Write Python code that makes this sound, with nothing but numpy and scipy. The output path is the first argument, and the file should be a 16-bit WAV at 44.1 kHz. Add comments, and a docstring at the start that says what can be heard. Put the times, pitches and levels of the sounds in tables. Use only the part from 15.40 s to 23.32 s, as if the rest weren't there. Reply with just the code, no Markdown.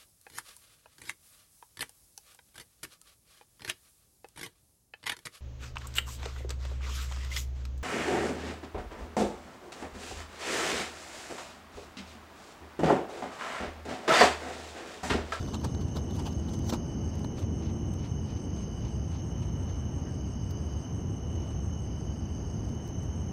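"""A low, fluttering roar and a soft hiss: a gas canister stove burns at a tent door at night.
Close by, tent fabric crinkles in bursts of tiny snaps as someone leans out. A metal cup is stirred with
grainy noise swishes and light ticks, and sizzles twice. Farther off, choruses of crickets whine as narrow
bands of noise, two nearer insects sing thin tones, and a bush cricket rasps about six times a second.
The stove is shaped noise, over a faint hum of two unsteady tones."""
import sys
import numpy as np
from scipy import signal
from scipy.fft import rfft, irfft, next_fast_len
from scipy.io import wavfile
from scipy.ndimage import uniform_filter1d, map_coordinates

SR = 44100
rng = np.random.default_rng(int(sys.argv[2]) if len(sys.argv) > 2 else 0)


def wrap_up_sound(samples):
    """Save the sound to the file named by the first command line argument, as 16-bit audio."""
    columns = np.atleast_2d(samples).T
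    # keep every value between -1 and 1, then stretch to whole-number steps
    tamed = np.clip(columns, -1, 1)
    steps = np.round(tamed * 32767).astype(np.int16)
    wavfile.write(sys.argv[1], SR, steps)


N = 349272

# Faint hum, two tones: (pitch [Hz], level [dB])
HUM_TONES = [(216, -1.8), (335, -1.9)]
# Swells added to the steady hum: (time [s], half length to 1/e [s], level [dB])
HUM_SWELLS = [(1.2, 0.36, -50.5), (2.3, 0.19, -40.5)]
HUM_DB = -53  # the steady part

# Far cricket choruses: (pitch [Hz], spread of pitch [Hz], level [dB], wing strokes [per s])
CRICKET_CHORUSES = [(3003, 46, -65, 48), (2932, 97, -66.5, 40), (5464, 107, -66.5, 99),
                    (6205, 146, -59, 75), (6357, 62, -63.5, 31), (8980, 100, -78.5, 39),
                    (11900, 260, -88.5, 75)]
# A nearer insect whose whine wavers up and down
WAVER_HZ, WAVER_SWING_HZ, WAVER_DB = 6310, 135.3, -64.5
WAVER_PERIOD_S, WAVER_CREST_S = .357, .29  # the crest is the first highest pitch
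# A group that trills and rests by turns
BOUT_PERIOD_S, BOUT_MIDDLE_S = 1.816, 1.43  # middle of a trilling bout
BOUT_DB, REST_DB = -68.5, -79.5
# The bush cricket: a nearly even beat, and the middle of the first chirp
CHIRPS_PER_S, FIRST_CHIRP_S = 5.88, .136
CHIRP_DB, CHIRP_EDGE = -72, 1.9  # the edge sets how abruptly a chirp starts and stops

# Large folds of tent fabric that buckle: (time [s], time scale [s], crackle level [dB], brightness [dB])
LARGE_FOLDS = [(0.086, .008, -52.5, -2), (0.146, 0.0095, -45.5, -0.5), (0.248, 0.0066, -39.5, -2),
               (0.349, 0.0022, -49, -5.5), (0.569, 0.011, -46, 0.5), (0.76, .022, -56.5, 6),
               (0.796, 0.0096, -48.5, -0.5), (0.869, 0.014, -46, 1.5), (1.091, 0.0083, -54, 3),
               (1.139, .009, -52, 4.5), (1.191, .002, -51, 6), (1.275, .022, -55.5, 7),
               (1.298, 0.0069, -40.5, 5.5), (1.327, 0.0018, -43.5, -10.5), (1.338, 0.0089, -40, 0.5),
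               (1.847, 0.0022, -45, -2.5), (1.993, 0.019, -57, 4)]
# Spectra of the flap of the sheet, the crackle of the fold and its fizz: (frequency [Hz], level [dB])
FLAP_SPECTRUM = [(120, -10), (260, 5.5), (400, -4), (620, -6), (950, -4), (1250, -9.5), (1800, -21),
                 (3000, -60)]
CRACKLE_SPECTRUM = [(900, -12), (1800, -5), (2500, -1), (3500, 4), (4500, 3.5), (6000, -1.5), (7500, -10),
                    (11000, -34)]
FIZZ_SPECTRUM = [(4000, -23), (6000, 2.5), (7500, -2.5), (10000, -7), (14000, -7), (16000, -14)]
FLAP_DB, FIZZ_DB = 11, -8  # over the crackle; a brighter fold has less flap and more fizz
# Small folds give way at random while the fabric moves: about until, typical time scale, typical level
MOVING_S, SMALL_SCALE_S, SMALL_DB = 1.3, .005, -58.5
SMALL_SCATTER_DB, SMALL_BRIGHT_DB = 2, 3
# The fabric slides, eases off and comes to rest: (time [s], level [dB])
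SLIDE_LEVEL = [(0, -51.5), (0.5, -64), (1.36, -64), (1.42, -90)]
# Spectrum of the sliding cloth: (frequency [Hz], level [dB])
RUB_SPECTRUM = [(600, -1), (1100, 7.5), (1600, -3), (2400, -10), (3500, -3), (4700, -2.5), (7000, -8.5),
                (10000, -18), (15000, -25)]

# Brief, very bright sizzles at the hot cup: (time [s], time constant [s], level [dB])
SIZZLES = [(5.111, 0.0034, -50.5), (7.478, .007, -58)]
# Spectrum of a sizzle: (frequency [Hz], level [dB])
SIZZLE_SPECTRUM = [(2500, -17), (5000, 6), (8000, -7), (10000, -10), (12000, -4), (14000, 0), (16000, -5)]
# Light ticks of the spoon in the cup: (time [s], level [dB])
TICKS = [(1.754, -50), (1.793, -49), (2.537, -47), (5.33, -63), (7.251, -58), (7.29, -53), (7.348, -56.5),
         (7.633, -52)]
TICK_RISE_S, TICK_FALL_S = .001, .004  # time constants
# Spectrum of a tick: (frequency [Hz], level [dB])
TICK_SPECTRUM = [(300, 4), (900, 11), (1800, -2), (4500, -2), (7500, -3), (11000, -9), (15500, -10)]
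# Runs of even stirring: (first turn [s], last turn [s], turns [count], first level [dB],
# last level [dB], half length of a swish, to 1/e of its power [s])
STIRRING_RUNS = [(1.77, 2.255, 3, -61, -54, .036), (2.635, 4.31, 7, -55.5, -63, 0.045),
                 (6.05, 6.05, 1, -66.5, -66.5, 0.11)]
# Spectrum of a swish: (frequency [Hz], level [dB])
SWISH_SPECTRUM = [(500, -31), (900, 14.5), (1500, 0), (2300, 4.5), (3500, 0.5), (5000, -0.5), (7000, -10.5),
                  (10000, -22.5), (15000, -32)]

# Spectra of the burner's roar, flame body and gas hiss: (frequency [Hz], level [dB])
ROAR_SPECTRUM = [(20, -29), (33, -23), (50, -10.5), (65, -1.5), (85, 0), (120, -4.5), (170, -9), (260, -28),
                 (500, -80)]
BODY_SPECTRUM = [(90, -18), (160, -5.5), (215, 0), (280, -4), (340, -7.5), (420, -10.5), (560, -18),
                 (800, -24), (1500, -60)]
HISS_SPECTRUM = [(250, -23), (550, -1), (800, 0.5), (1000, -3), (1400, -9.5), (2000, -14.5), (2700, -18.5),
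                 (3500, -25.5), (4500, -25.5), (7000, -36), (12000, -36), (15500, -40.5)]
# The body of the flame settles a little: (time [s], level [dB])
BODY_LEVEL = [(0, -39), (2.3, -39.5), (3.2, -41.5), (5, -42), (5.8, -40), (6.6, -41.6)]
ROAR_DB, HISS_DB = -34, -53.5

TOP_HZ = 15750  # upper band limit of the microphone chain


def amp(db):
    """Decibels to gain."""
    return 10 ** (np.asarray(db) / 20)


def unit(x):
    """x scaled to rms 1."""
    return x / np.sqrt(np.mean(x ** 2) + 1e-20)


def clock():
    """The time of every sample, in seconds."""
    return np.arange(N) / SR


def curve(rows):
    """A level for every sample, in straight lines between (time, level) rows."""
    times, levels = np.transpose(rows)
    return np.interp(clock(), times, levels)


def wobble(rate):
    """A smooth random curve, rate knots a second."""
    knots = rng.standard_normal(4096)
    coarse = np.linspace(0, N / SR, 8192)
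    smooth = map_coordinates(knots, [coarse * rate], mode="wrap")
    return np.interp(clock(), coarse, smooth)


def swell(s, half_s):
    """A smooth rise and fall about the time s."""
    return np.exp(-np.minimum(((clock() - s) / half_s) ** 2, 50))


def on_off(cycles, edge):
    """A soft gate between 0 and 1 that is open for half of each cycle."""
    return (1 + np.tanh(edge * np.cos(2 * np.pi * cycles))) / 2


def tone(pitch_hz):
    """A sine that follows a pitch curve."""
    return np.sin(2 * np.pi * np.cumsum(pitch_hz) / SR)


def noise():
    """White noise."""
    return rng.standard_normal(N)


def grains(rate, smooth):
    """Tiny snaps of random size, about rate a second, on a share of smooth noise."""
    snaps = (rng.random(N) < rate / SR) * noise()
    return unit(snaps) + smooth * noise()


def filtered(x, response):
    """x passed through a response given as a function of frequency."""
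    m = next_fast_len(N + SR // 4)
    gains = response(np.fft.rfftfreq(m, 1 / SR))
    return irfft(rfft(x, m) * gains, m)[:N]


def coloured(x, spectrum):
    """x filtered by a (frequency, level) spectrum, at rms 1."""
    f, db = np.transpose(spectrum)

    def response(hz):
        return amp(np.interp(np.log(hz + 1), np.log(f), db, right=-120))
    return unit(filtered(x, response))


def patchy(x, depth_db):
    """The colour of x shifts at random from one instant to the next."""
    z = signal.stft(x, nperseg=256)[2]
    field = uniform_filter1d(rng.standard_normal(z.shape), size=4, axis=0)  # smooth over pitch
    field = uniform_filter1d(field, size=8, axis=1)  # smooth over time
    return signal.istft(z * amp(depth_db * unit(field)), nperseg=256)[1][:N]


def hum():
    """Two low, unsteady tones stay faint and swell up at times."""
    level = amp(HUM_DB)
    for s, half_s, db in HUM_SWELLS:
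        level = level + amp(db) * swell(s, half_s)
    tones = np.zeros(N)
    for hz, db in HUM_TONES:
        pitch_hz = hz * (1 + 0.01491 * wobble(9))
        tones += amp(db + 1.24 * wobble(6)) * tone(pitch_hz)
    return level * tones


def chorus(hz, spread_hz, strokes, depth=0.23, skirt=0.022):
    """Many far insects near one pitch blur into a narrow band that flutters with their wing strokes."""
    def band(f):
        off = ((f - hz) / spread_hz) ** 2
        return np.exp(-off / 4) + skirt / (1 + off / 20)
    wings = tone(strokes * (1 + .25 * wobble(12)))
    return unit(unit(filtered(noise(), band)) * (1 + depth * wings))


def trill(pitch_hz):
    """One insect's thin tone, roughened by its wing strokes."""
    return unit((1 + 0.53 * wobble(90)) * tone(pitch_hz))


def crickets():
    """Steady far choruses, two nearer insects (one level, one wavering), and a group that trills in bouts."""
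    t = clock()
    steady = np.zeros(N)
    for hz, spread_hz, db, strokes in CRICKET_CHORUSES:
        steady += amp(db + 0.38 * wobble(6.5)) * chorus(hz, spread_hz, strokes)

    near_db = -66.5 + 0.92 * wobble(5) + 1.5 * wobble(35)
    near = amp(near_db) * trill(2965 * (1 + 0.004 * wobble(25)))

    swing = np.cos(2 * np.pi * (t - WAVER_CREST_S) / WAVER_PERIOD_S) + .25 * wobble(25)
    wavering = amp(WAVER_DB + 3.7 * wobble(12)) * trill(WAVER_HZ + WAVER_SWING_HZ * swing)

    trilling = on_off((t - BOUT_MIDDLE_S) / BOUT_PERIOD_S, edge=7.1)
    bout_db = REST_DB + (BOUT_DB - REST_DB) * trilling
    group = amp(bout_db) * chorus(hz=4880, spread_hz=180, strokes=55)
    return steady + near + wavering + group


def bush_cricket():
    """Each closing of the wings drags a scraper over a file: a short, high rasp."""
    beat = (clock() - FIRST_CHIRP_S) * CHIRPS_PER_S + .02 * wobble(5)
    rasp = patchy(chorus(hz=8410, spread_hz=440, strokes=190), depth_db=1.5)
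    return amp(CHIRP_DB + 1.1 * wobble(9)) * on_off(beat, CHIRP_EDGE) * unit(rasp)


def small_folds(count):
    """Rows like those of LARGE_FOLDS, scattered over the time that the fabric moves."""
    place, length, size = rng.standard_normal((count, 3)).T
    times = np.abs(np.arange(count) + 1 + .3 * place) * MOVING_S / count
    scales = SMALL_SCALE_S * np.exp(.4 * length)
    levels = SMALL_DB + SMALL_SCATTER_DB * size
    return [(s, scale, db, SMALL_BRIGHT_DB) for s, scale, db in zip(times, scales, levels)]


def fabric():
    """A fold buckles in a burst of tiny snaps while the sheet around it flaps; the cloth also slides."""
    t, power = clock(), np.zeros((3, N))
    for s, scale_s, db, bright_db in LARGE_FOLDS + small_folds(count=13):
        near = slice(max(0, int((s - .15) * SR)), int((s + .15) * SR))
        age = (t[near] - s) / scale_s
        shape = np.exp(np.minimum(1.08 * age, -.85 * age))  # the fold gives way faster than it settles
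        gains = amp([db + FLAP_DB - bright_db, db, db + FIZZ_DB + bright_db])
        power[:, near] += np.outer(gains, shape) ** 2
    flap, crackle, fizz = np.sqrt(power)

    snaps = patchy(grains(rate=2500, smooth=0.96), depth_db=3.5)
    folds = flap * coloured(noise(), FLAP_SPECTRUM)
    folds += crackle * coloured(snaps, CRACKLE_SPECTRUM)
    folds += fizz * coloured(snaps, FIZZ_SPECTRUM)

    rub = coloured(patchy(grains(rate=900, smooth=1.0), depth_db=4.5), RUB_SPECTRUM)
    slide = amp(curve(SLIDE_LEVEL) + 1.6 * wobble(44.7)) * rub
    return folds + slide


def sizzles():
    """A stray drop flashes to steam on hot metal: a brief burst of bright grains."""
    t, burst = clock(), np.zeros(N)
    for s, constant_s, db in SIZZLES:
        burst += amp(db) * np.exp(-np.minimum(np.abs(t - s) / constant_s, 50))
    return burst * coloured(grains(rate=3000, smooth=.7), SIZZLE_SPECTRUM)


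def ticks():
    """The spoon touches the cup: a dry tick, damped by the water."""
    t, touch = clock(), np.zeros(N)
    for s, db in TICKS:
        age = np.maximum((s - t) / TICK_RISE_S, (t - s) / TICK_FALL_S)
        touch += amp(db) * np.exp(-np.minimum(age, 50))
    return touch * coloured(noise(), TICK_SPECTRUM)


def stirring():
    """Each turn of the spoon swells into a soft, grainy swish; lowering it makes one small slosh."""
    power = np.zeros(N)
    for first_s, last_s, turns, first_db, last_db, half_s in STIRRING_RUNS:
        for s, db in np.linspace((first_s, first_db), (last_s, last_db), round(turns)):
            power += amp(db) ** 2 * swell(s, half_s)
    flutter = amp(4.6 * wobble(70))
    swishes = np.sqrt(power) * flutter * coloured(grains(rate=1500, smooth=0.98), SWISH_SPECTRUM)
    slosh = amp(-57.5) * swell(4.68, .025) * coloured(noise(), [(1200, -15), (1700, 0), (2200, -20)])
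    return swishes + slosh


def burner():
    """The turbulent flame roars and flutters; the gas jet hisses more steadily above it."""
    roar = amp(ROAR_DB + 0.71 * wobble(5)) * coloured(noise(), ROAR_SPECTRUM)
    body = amp(curve(BODY_LEVEL) + 0.83 * wobble(6.7)) * coloured(noise(), BODY_SPECTRUM)
    hiss_db = HISS_DB + 0.66 * wobble(2.985) + 0.19 * wobble(20)
    hiss = amp(hiss_db) * coloured(noise(), HISS_SPECTRUM)
    return roar + body + hiss


def scene():
    """Everything in open air, with no echo, on one channel."""
    background = hum() + crickets() + bush_cricket()
    close_by = fabric() + sizzles() + ticks() + stirring()
    return (background + close_by + burner())[None]


def record(dry):
    """The microphone chain passes only what lies below its band limit."""
    return np.array([filtered(channel, lambda hz: hz < TOP_HZ) for channel in dry])


dry = scene()
out = record(dry)
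wrap_up_sound(out)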